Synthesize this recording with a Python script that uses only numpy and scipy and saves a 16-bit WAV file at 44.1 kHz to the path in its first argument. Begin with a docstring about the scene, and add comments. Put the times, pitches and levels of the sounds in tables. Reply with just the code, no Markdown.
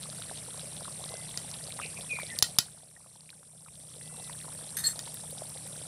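"""In a garden, an open fire under a metal pan of thick simmering curry, heard by one microphone in open air.
Bubbles are damped tones of climbing pitch, spits filtered clicks, fire and steam coloured noise.
Insects (noise resonances and a pulse stack), a far engine and near and far birds surround the pan.
A spoon knocks on the pan's ringing modes, then jingles and squeals as it is laid down.
Gain control sinks around the loud knocks and slides back; a limiter holds their peaks."""
import sys
import numpy as np
from scipy import signal
from scipy.fft import rfft, irfft
from scipy.io import wavfile
from scipy.ndimage import uniform_filter1d, minimum_filter1d

SR = 44100
rng = np.random.default_rng(int(sys.argv[2]) if len(sys.argv) > 2 else 0)


def gain_from_db(level_db):
    """Convert decibel levels to linear amplitude factors (20 dB per decade)."""
    decades = np.asarray(level_db, float) / 20
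    return 10 ** decades


def put_to_file(sound):
    """Save the sound as 16-bit audio at rate SR, in the file named by the first command-line argument."""
    columns = np.atleast_2d(sound).T  # one column per channel
    safe = np.clip(columns, -1, 1)
    whole_steps = np.round(safe * 32767)
    wavfile.write(sys.argv[1], SR, whole_steps.astype(np.int16))


N = 258891

# fire and steam wash, relative spectrum: [f/Hz, density/dB per Hz]
WASH_SPECTRUM = [(20, -33.5), (35, -22.5), (60, -6), (137, -0.5), (200, -3), (354, -15), (607, -10),
                 (900, -21), (1650, -20.5), (2700, -20), (3920, -20.5), (6560, -30), (8830, -17),
                 (11000, -17), (12500, -43), (15000, -42)]
# level of the steam wash over time, followed in part by the small bubbles: [t/s, level/dB]
STEAM_LEVEL = [(0, 1.5), (1, 1.5), (2, 1), (2.6, 1.5), (3.0, -4), (3.75, -5.5), (4.05, -2), (5, -1.5),
               (5.87, -1)]
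# insect chorus resonances: [f/Hz, width before blurring/Hz, relative level/dB]
INSECT_CHORUS = [(5700, 202, -14.5), (7670, 180, -10), (8080, 33, -9.5), (8620, 89, -1.5), (9090, 49, -3),
                 (9400, 88, -6), (9980, 44, -7), (10760, 190, -7)]
# nearer insect: [multiple of pulse rate, level/dB]
CICADA = [(24, -62.5), (25, -66.5), (26, -66.5), (27, -60), (28, -62.5), (30, -63), (31, -62)]
# far engine: [multiple of firing rate, level/dB]
ENGINE = [(2, -77), (3, -68), (4, -57.5), (5, -52.5), (6, -61.5), (10, -72.5)]
# far engine: [t/s, firing rate/Hz]
ENGINE_SPEED = [(0, 30), (.7, 31), (2.5, 31.3), (4.2, 31), (5.87, 30.4)]
# loudest bubbles bursting: [t/s, level/dB, starting f/Hz, length/cycles]
BUBBLES = [(0.0308, -24, 3840, 7.8), (0.0371, -28, 4070, 9), (0.1003, -25.5, 4500, 9),
           (0.129, -32, 1310, 4), (0.2188, -32, 1360, 8.4), (0.2228, -21.5, 3630, 8.6),
           (0.2965, -28.5, 1600, 6.2), (0.3129, -22.5, 736, 3.7), (0.3756, -28.5, 4260, 9.8),
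           (0.595, -24, 3710, 8), (0.6425, -30.5, 570, 3.8), (0.7672, -25, 3670, 7.2),
           (0.8206, -27, 570, 3.2), (0.847, -26, 3840, 9), (0.8546, -31, 1290, 7.0),
           (0.8796, -29.5, 1070, 11), (0.9954, -31.5, 670, 4.9), (1.041, -23.5, 3720, 9.6),
           (1.0911, -25, 3970, 9), (1.1389, -28, 624, 7.6), (1.1414, -24, 4610, 8.3),
           (1.1704, -24, 5760, 9), (1.312, -28.5, 3370, 9), (1.3421, -35, 2030, 13), (1.49, -34, 1920, 7),
           (1.7058, -34, 2310, 16), (1.5142, -21, 5640, 9), (1.5414, -24, 3360, 7.6),
           (1.6766, -27, 4060, 9), (1.7226, -20, 3750, 6.3), (1.79, -25.5, 930, 5.6),
           (1.7912, -26, 1850, 6), (1.7986, -23, 1220, 9.6), (1.815, -31, 1540, 8), (1.861, -25, 4400, 9),
           (2.0101, -26.5, 3500, 10), (2.0109, -32, 685, 3.5), (2.1879, -23, 1010, 6),
           (2.199, -27, 1900, 9), (2.232, -26, 565, 4.6), (2.2672, -24.5, 4120, 8), (2.3018, -27, 3610, 9),
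           (2.8322, -30.5, 663, 5.5), (2.9645, -34, 1840, 34), (3.0608, -31.5, 630, 4.4),
           (3.1571, -32, 865, 7.7), (3.2075, -23, 4550, 9), (3.292, -24.5, 2390, 9.9),
           (3.3033, -17, 3990, 7.3), (3.3291, -34.5, 1500, 16), (3.4304, -24, 1215, 2.3),
           (3.662, -35.5, 1280, 19), (3.6828, -31, 1000, 4.9), (3.6858, -32, 2360, 11),
           (3.755, -32, 3540, 12), (4.012, -32, 1870, 6.5), (4.2962, -33, 945, 12), (4.2975, -34, 1900, 11),
           (4.3288, -30.5, 4000, 8.4), (4.481, -36, 960, 11.5), (4.9593, -28, 4210, 9),
           (5.0743, -35, 914, 14), (5.327, -34, 530, 8.4), (5.4196, -23.5, 610, 5.9), (5.56, -32, 716, 4.7),
           (5.8154, -26, 580, 2.7)]
# loudest droplets spitting on hot metal: [t/s, click level before the band filter/dB]
SPITS = [(0.0272, -24), (0.203, -24), (1.2963, -27), (1.6986, -24), (2.2052, -19), (3.3062, -23),
         (4.538, -24), (4.551, -25), (5.143, -10), (5.3078, -16), (5.4401, -24), (5.4904, -20),
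         (5.6762, -23)]
# near bird notes: [t/s, length/s, first f/Hz, last f/Hz, level before throb/dB, throb depth 0-1]
NEAR_BIRD = [(1.811, 0.053, 2590, 2444, -42.5, 0.97), (1.966, 0.018, 2470, 2390, -39, 1),
             (2.092, 0.052, 2600, 2316, -34, .2), (2.14, .035, 2280, 2140, -43, 0.23),
             (2.142, .102, 2487, 2222, -39.5, 0.2), (2.287, 0.032, 1916, 2000, -42.5, 0.15),
             (2.314, 0.033, 1850, 1780, -44, 0)]
# far crow: [t/s, length/s, first fundamental f/Hz, last fundamental f/Hz, level/dB, tilt/dB per partial]
FAR_BIRD = [(1.06, .165, 660, 665, -56.5, -12), (1.22, .065, 668, 682, -62, -12),
            (3.99, .32, 655, 652, -65.5, 0)]
# far crow's sounding partials: [multiple of the fundamental, relative level/dB]
FAR_PARTIALS = [(3, 1), (4, 0), (5, -14)]
# spoon on pan: [t/s, level/dB, crack t60/s, ring and scatter relative level/dB, bass cut f/Hz]
KNOCKS = [(1.3745, -16, 0.0061, -29, 250), (2.388, -11.5, 0.0085, -39, 3000), (2.4247, 6, 0.02, -32.5, 70),
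          (2.438, -30, 0.034, -27, 2000), (2.5858, 7, 0.022, -32, 130), (4.992, -19, 0.0054, -29, 410)]
# pan modes: [f/Hz, relative level before uneven striking/dB, t60/s]
PAN_MODES = [(137, 12, 0.013), (1458, -10.5, 0.092), (1926, -6.5, 0.092), (2560, -11, 0.098),
             (3000, -8.5, 0.12), (3740, 2.5, .06), (4160, -12, 0.17), (5740, -16, 0.11), (7300, -1, 0.097),
             (11300, -17, .06)]
# knock's crack, relative spectrum: [f/Hz, density/dB per Hz]
CRACK_SPECTRUM = [(60, -36), (130, -19), (400, -18.5), (2370, -18), (3320, -13), (4470, 0), (5530, -3.5),
                  (7450, -12), (8280, -17), (8830, -12), (11200, -6.5), (12700, -30.5), (14700, -19),
                  (16500, -9)]
# spoon modes: [f/Hz, width/Hz, relative rattle level/dB, relative squeal level/dB]
SPOON_MODES = [(1820, 120, -8.5, -19.5), (3750, 100, -11, -39), (4333, 34, -10, 1.5), (5040, 90, -16, -17),
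               (6240, 130, -7, -31), (7620, 65, -25, -0.5), (8300, 54, -25, -7.5), (8700, 150, -1.5, -25),
               (9640, 180, -10, -30), (10470, 78, -6, -35), (11150, 81, -8, -31), (11400, 78, -6.5, -30),
               (14400, 80, -17, -20), (15300, 80, -21, -30)]
# touches of the spoon laid down, each a dying rattle: [t/s, level/dB, t60/s]
TOUCHES = [(4.768, -26.5, 0.077), (4.785, -39, 0.34), (4.839, -39, 0.21), (4.858, -43.5, 0.23),
           (4.885, -43, 0.084)]
# spoon slides: [t/s, length/s, first level/dB, last level/dB, extra level of upper modes/dB]
SLIDES = [(4.839, .028, -31, -23, -8), (4.868, .013, -25, -30, 6), (4.893, .03, -46, -47, 9)]


def rms_one(x):
    """Scale to unit rms."""
    return x / np.sqrt(np.mean(x ** 2) + 1e-20)


def in_time(rows):
    """Columns of a timed curve, interpolated sample by sample."""
    s, *columns = np.transpose(rows)
    return [np.interp(np.arange(N) / SR, s, column) for column in columns]


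def drift(rate_hz):
    """Random wander of unit rms: noise through two equal low-pass poles at rate_hz."""
    r = np.exp(-80 * np.pi * rate_hz / SR)   # computed on every 40th sample
    noise = rng.standard_normal(N // 40 + 2002)
    slow = signal.lfilter([1], [1, -2 * r, r * r], noise)[2000:]
    return np.interp(np.arange(N) / 40, np.arange(len(slow)), rms_one(slow))


def resonance(x, hz, width_hz):
    """Two-pole peak with gain 1 on top."""
    r = np.exp(-np.pi * width_hz / SR)
    feedback = [1, -2 * r * np.cos(2 * np.pi * hz / SR), r * r]
    return signal.lfilter([(1 - r * r) / 2, 0, (r * r - 1) / 2], feedback, x + 1e-18)


def shaped(x, spectrum):
    """Causal colouring by a short minimum-phase filter, built through the cepstrum."""
    table_hz, table_db = np.transpose(spectrum)
    hz = np.maximum(np.fft.rfftfreq(4096, 1 / SR), 10)
    log_gain = np.interp(np.log(hz), np.log(table_hz), table_db) * np.log(10) / 20
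    cepstrum = irfft(np.maximum(log_gain, -9))
    # fold onto positive time
    cepstrum[1:2048] *= 2
    cepstrum[2049:] = 0
    impulse = irfft(np.exp(rfft(cepstrum)))
    return signal.fftconvolve(x, impulse)[:len(x)]


def add(out, s, sound):
    """Lay a short sound in at time s."""
    i = int(s * SR)
    out[i:i + len(sound)] += sound[:N - i]


def stack(hz, partials, waver, flicker_db, rate_hz):
    """Multiples of one slightly unsteady repeat rate, each flickering on its own."""
    phase = 2 * np.pi * np.cumsum(hz * (1 + waver * drift(rate_hz))) / SR
    return sum(gain_from_db(db + flicker_db * drift(rate_hz)) * np.sin(k * phase + k * k) for k, db in partials)


def fire():
    """Low flame rumble; above it a steam wash that follows a level curve."""
    noise = rms_one(shaped(rng.standard_normal(N), WASH_SPECTRUM))
    wash = gain_from_db(-51.5 + 0.5 * drift(2.3)) * noise
    rumble = signal.lfilter(*signal.butter(1, 250, fs=SR), wash)
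    steam = wash - rumble
    return rumble + gain_from_db(in_time(STEAM_LEVEL)[0]) * steam


def insects():
    """A far chorus blurs into noise in a few resonances; one nearer singer keeps its steady pulse rate."""
    white = rng.standard_normal((2, N))
    chorus = 0
    for k, (hz, width_hz, db) in enumerate(INSECT_CHORUS):
        band = resonance(white[k % 2], hz, width_hz + 500)   # blur by two passes, widened
        band = resonance(band, hz, width_hz + 500)
        chorus = chorus + gain_from_db(db + drift(30)) * band
    cicada = stack(345.1, CICADA, waver=0.00145, flicker_db=4.0, rate_hz=13.0)
    return gain_from_db(-45) * rms_one(chorus) + cicada


def engine():
    """A far drone: multiples of a firing rate that shifts slowly."""
    return stack(in_time(ENGINE_SPEED)[0], ENGINE, waver=0.002, flicker_db=1.5, rate_hz=5.0)


def bubble(hz, cycles, rise):
    """A bursting bubble: a damped tone whose pitch climbs as the cavity shrinks."""
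    turns = np.arange(int(cycles / hz * SR) + 2) * hz / SR
    swell = 1 - np.exp(-turns / 0.45)
    decay = gain_from_db(-36 * turns / cycles)
    # squared term in the phase: the pitch ends higher by twice the rise
    return swell * decay * np.sin(2 * np.pi * turns * (1 + rise * turns / cycles))


def crowd(per_s, low_hz, high_hz, cycles, db, spread_db):
    """Bubbles at random times, with pitches spread evenly in log frequency."""
    out, draws = np.zeros(N), rng.random((3000, 4))
    times = np.cumsum(-np.log(1 - draws[:, 0])) / per_s
    for s, (_, pitch, size, length) in zip(times[times < N / SR], draws):
        hz = low_hz * (high_hz / low_hz) ** pitch
        level_db = db - spread_db * np.log(1 - 0.97 * size)
        add(out, s, gain_from_db(level_db) * bubble(hz, cycles * (0.5 + length), rise=0.18))
    return out


def simmer():
    """Listed bursts over crowds of small bubbles, which follow part of the steam's level curve."""
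    small = crowd(120, 416, 1053, 6.1, -46.5, 3.77)
    small += crowd(70, 1120, 2590, 9.0, -48.0, 3.73)
    small += crowd(200, 3110, 6090, 21.4, -43, 1.1)
    small += crowd(8.1, 3170, 5400, 9.5, -32.0, 1.2)
    out = small * gain_from_db(0.58 * in_time(STEAM_LEVEL)[0])
    for s, db, hz, cycles in BUBBLES:
        add(out, s, gain_from_db(db) * bubble(hz, cycles, rise=0.03))
    return out


def spits():
    """Each droplet is a click of well under a millisecond: one impulse through a treble band filter."""
    happens = rng.random(N) < 120 / SR   # about 120 small spits a second
    clicks = happens * gain_from_db(-39.5 + 3.3 * np.minimum(rng.exponential(1, N), 3))
    for s, db in SPITS:
        clicks[int(s * SR)] += gain_from_db(db)
    return signal.sosfilt(signal.butter(2, [9000, 15800], "band", fs=SR, output="sos"), clicks)


def note(s, long_s, first_hz, last_hz, attack_s, release_s):
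    """Envelope (attack, hold, release) and straight pitch glide of one note."""
    t = np.arange(N) / SR - s
    gate = np.clip(np.minimum(t / attack_s, (long_s - t) / release_s), 0, 1)
    return gate, np.interp(t, [0, long_s], [first_hz, last_hz])


def gate_arch(s, long_s):
    """Half a sine over one note."""
    return np.sin(np.pi * np.clip((np.arange(N) / SR - s) / long_s, 0, 1))


def near_bird():
    """A gliding whistle chopped by fast uneven throbs; throbbing notes also scatter in pitch."""
    out = np.zeros(N)
    throb = np.cos(np.pi * np.cumsum(217 * (1 + 0.25 * drift(59.7))) / SR) ** 4   # bursts near 217 Hz
    flutter_db, wobble, hoarse = 2.2 * drift(84), 0.015 * drift(61), 0.0416 * drift(253)
    for s, long_s, first_hz, last_hz, db, depth in NEAR_BIRD:
        gate, hz = note(s, long_s, first_hz, last_hz, attack_s=0.0064, release_s=0.0072)
        level = gate * gain_from_db(db + flutter_db) * (1 - depth + 2 * depth * throb)
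        pitch_hz = hz * (1 + wobble + depth ** 2 * hoarse)
        out += level * np.sin(2 * np.pi * np.cumsum(pitch_hz) / SR)
    return out


def far_bird():
    """A thin far crow: a few upper partials on a pitch that arches and wavers."""
    out = np.zeros(N)
    for s, long_s, first_hz, last_hz, db, tilt_db in FAR_BIRD:
        gate, hz = note(s, long_s, first_hz, last_hz, attack_s=0.03, release_s=0.02)
        bend = 1 + 0.03 * gate_arch(s, long_s) + 0.004 * drift(9.6)
        phase = 2 * np.pi * np.cumsum(hz * bend) / SR
        for i, (k, partial_db) in enumerate(FAR_PARTIALS):
            level_db = db + partial_db + i * tilt_db + 1.5 * drift(28)
            out += gate * gain_from_db(level_db) * np.sin(k * phase)
    return out


def birds():
    """Near and far calls, both scattered a little by leaves: a decaying noise echo."""
    calls = near_bird() + far_bird()
    t = np.arange(int(0.12 * SR)) / SR
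    leaves = rng.standard_normal(len(t)) * gain_from_db(-34.0 - 60 * t / 0.28)
    return calls + signal.fftconvolve(calls, leaves)[:N]


def knocks():
    """A sharp click, a noisy crack of some ms, pan modes damped by the curry, and a short scatter."""
    out, t = np.zeros(N), np.arange(int(0.3 * SR)) / SR
    for s, db, crack_s, ring_db, cut_hz in KNOCKS:
        scatter = gain_from_db(ring_db + 4 - 60 * t / 0.18)
        force = rng.standard_normal(len(t)) * (gain_from_db(-60 * t / crack_s) + scatter)
        force[0] = 2.9   # first contact
        crack = shaped(force, CRACK_SPECTRUM)
        crack = crack / np.sqrt(np.max(uniform_filter1d(crack ** 2, size=40)) * 3)
        ring = 0
        for hz, mode_db, t60 in PAN_MODES:
            uneven, apart = rng.uniform(-0.78, 1, 2)   # each mode is a close pair, struck unevenly
            pair = np.sin(2 * np.pi * hz * t) + 1.25 * np.sin(2 * np.pi * hz * (1 + 0.07 * apart) * t)
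            ring = ring + gain_from_db(mode_db + 2 * uneven - 60 * t / t60) * pair
        bass_cut = signal.butter(2, cut_hz, "high", fs=SR)
        add(out, s, gain_from_db(db) * signal.lfilter(*bass_cut, crack + gain_from_db(ring_db) * ring))
    return out


def jingle():
    """Dense uneven contacts rattle the spoon; sliding keeps its thin modes singing."""
    t = np.arange(N) / SR
    shaken = low_rub = high_rub = 0
    for s, db, t60 in TOUCHES:
        decay = gain_from_db(db - 60 * np.maximum(t - s, 0) / t60)
        shaken = shaken + np.clip((t - s) / 0.0015, 0, 1) * decay   # attack in s
    for s, long_s, first_db, last_db, upper_db in SLIDES:
        slide_db = np.interp(t, [s, s + long_s], [first_db, last_db])
        release_db = -60 * np.maximum(t - s - long_s, 0) / 0.026   # t60 in s
        rub = np.clip((t - s) / 0.0018, 0, 1) * gain_from_db(slide_db + release_db)
        low_rub = np.maximum(low_rub, rub)
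        high_rub = np.maximum(high_rub, rub * gain_from_db(upper_db))
    contacts = rng.standard_normal((2, N)) * gain_from_db(2.5 * drift(120))
    out = 0
    for k, (hz, width_hz, struck_db, rubbed_db) in enumerate(SPOON_MODES):
        rattle = rms_one(resonance(contacts[k % 2], hz, 1.5 * width_hz))   # broader than the squeal
        tone = np.sin(2 * np.pi * np.cumsum(hz * (1 + 0.003 * drift(39.4))) / SR)
        squeal = tone + 0.36 * rms_one(resonance(contacts[0], hz, width_hz))
        rub = low_rub if hz < 6000 else high_rub
        out = out + shaken * gain_from_db(struck_db) * rattle + rub * gain_from_db(rubbed_db + drift(36)) * squeal
    return out


def scene():
    """All sources reach one microphone in the open air."""
    around = fire() + insects() + engine() + birds()
    pan = simmer() + spits() + knocks() + jingle()
    return (around + pan)[None]


def gain_control(x):
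    """A peak over the threshold slides the gain down; it holds, then slides back up."""
    threshold_db, depth_db, hold_s = -6.5, 10.5, 0.93
    down_db_s, up_db_s = 25, 14.5
    step = 64   # samples
    peaks = np.abs(np.pad(x, (0, -N % step))).reshape(-1, step).max(axis=1)
    cut_db, left_s, cuts_db = 0., 0., []
    for peak in peaks:
        left_s = hold_s if peak > gain_from_db(threshold_db) else left_s - step / SR
        if left_s > 0:
            cut_db = min(cut_db + down_db_s * step / SR, depth_db)
        else:
            cut_db = max(cut_db - up_db_s * step / SR, 0)
        cuts_db.append(cut_db)
    return x * gain_from_db(-uniform_filter1d(np.repeat(cuts_db, step)[:N], size=6000))


def limiter(x):
    """Looks ahead: gain eases down some 17 ms before a peak over -1 dB and returns as long after it."""
    over_db = np.maximum(20 * np.log10(np.abs(x) + 1e-9) + 1, 0)
    return x * gain_from_db(uniform_filter1d(minimum_filter1d(-over_db, size=1100), size=400))


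def band_limit(x):
    """A steep low-pass at the top of the band."""
    return signal.sosfilt(signal.butter(12, 16820, fs=SR, output="sos"), x)


def record(dry):
    """Microphone signal through gain control, limiter and a steep top cut."""
    level_held = limiter(gain_control(dry[0]))
    top_cut = signal.ellip(8, 0.5, 38, 15550, fs=SR, output="sos")
    mix = signal.sosfilt(top_cut, level_held)[None]
    return band_limit(mix)


dry = scene()
out = record(dry)
put_to_file(out)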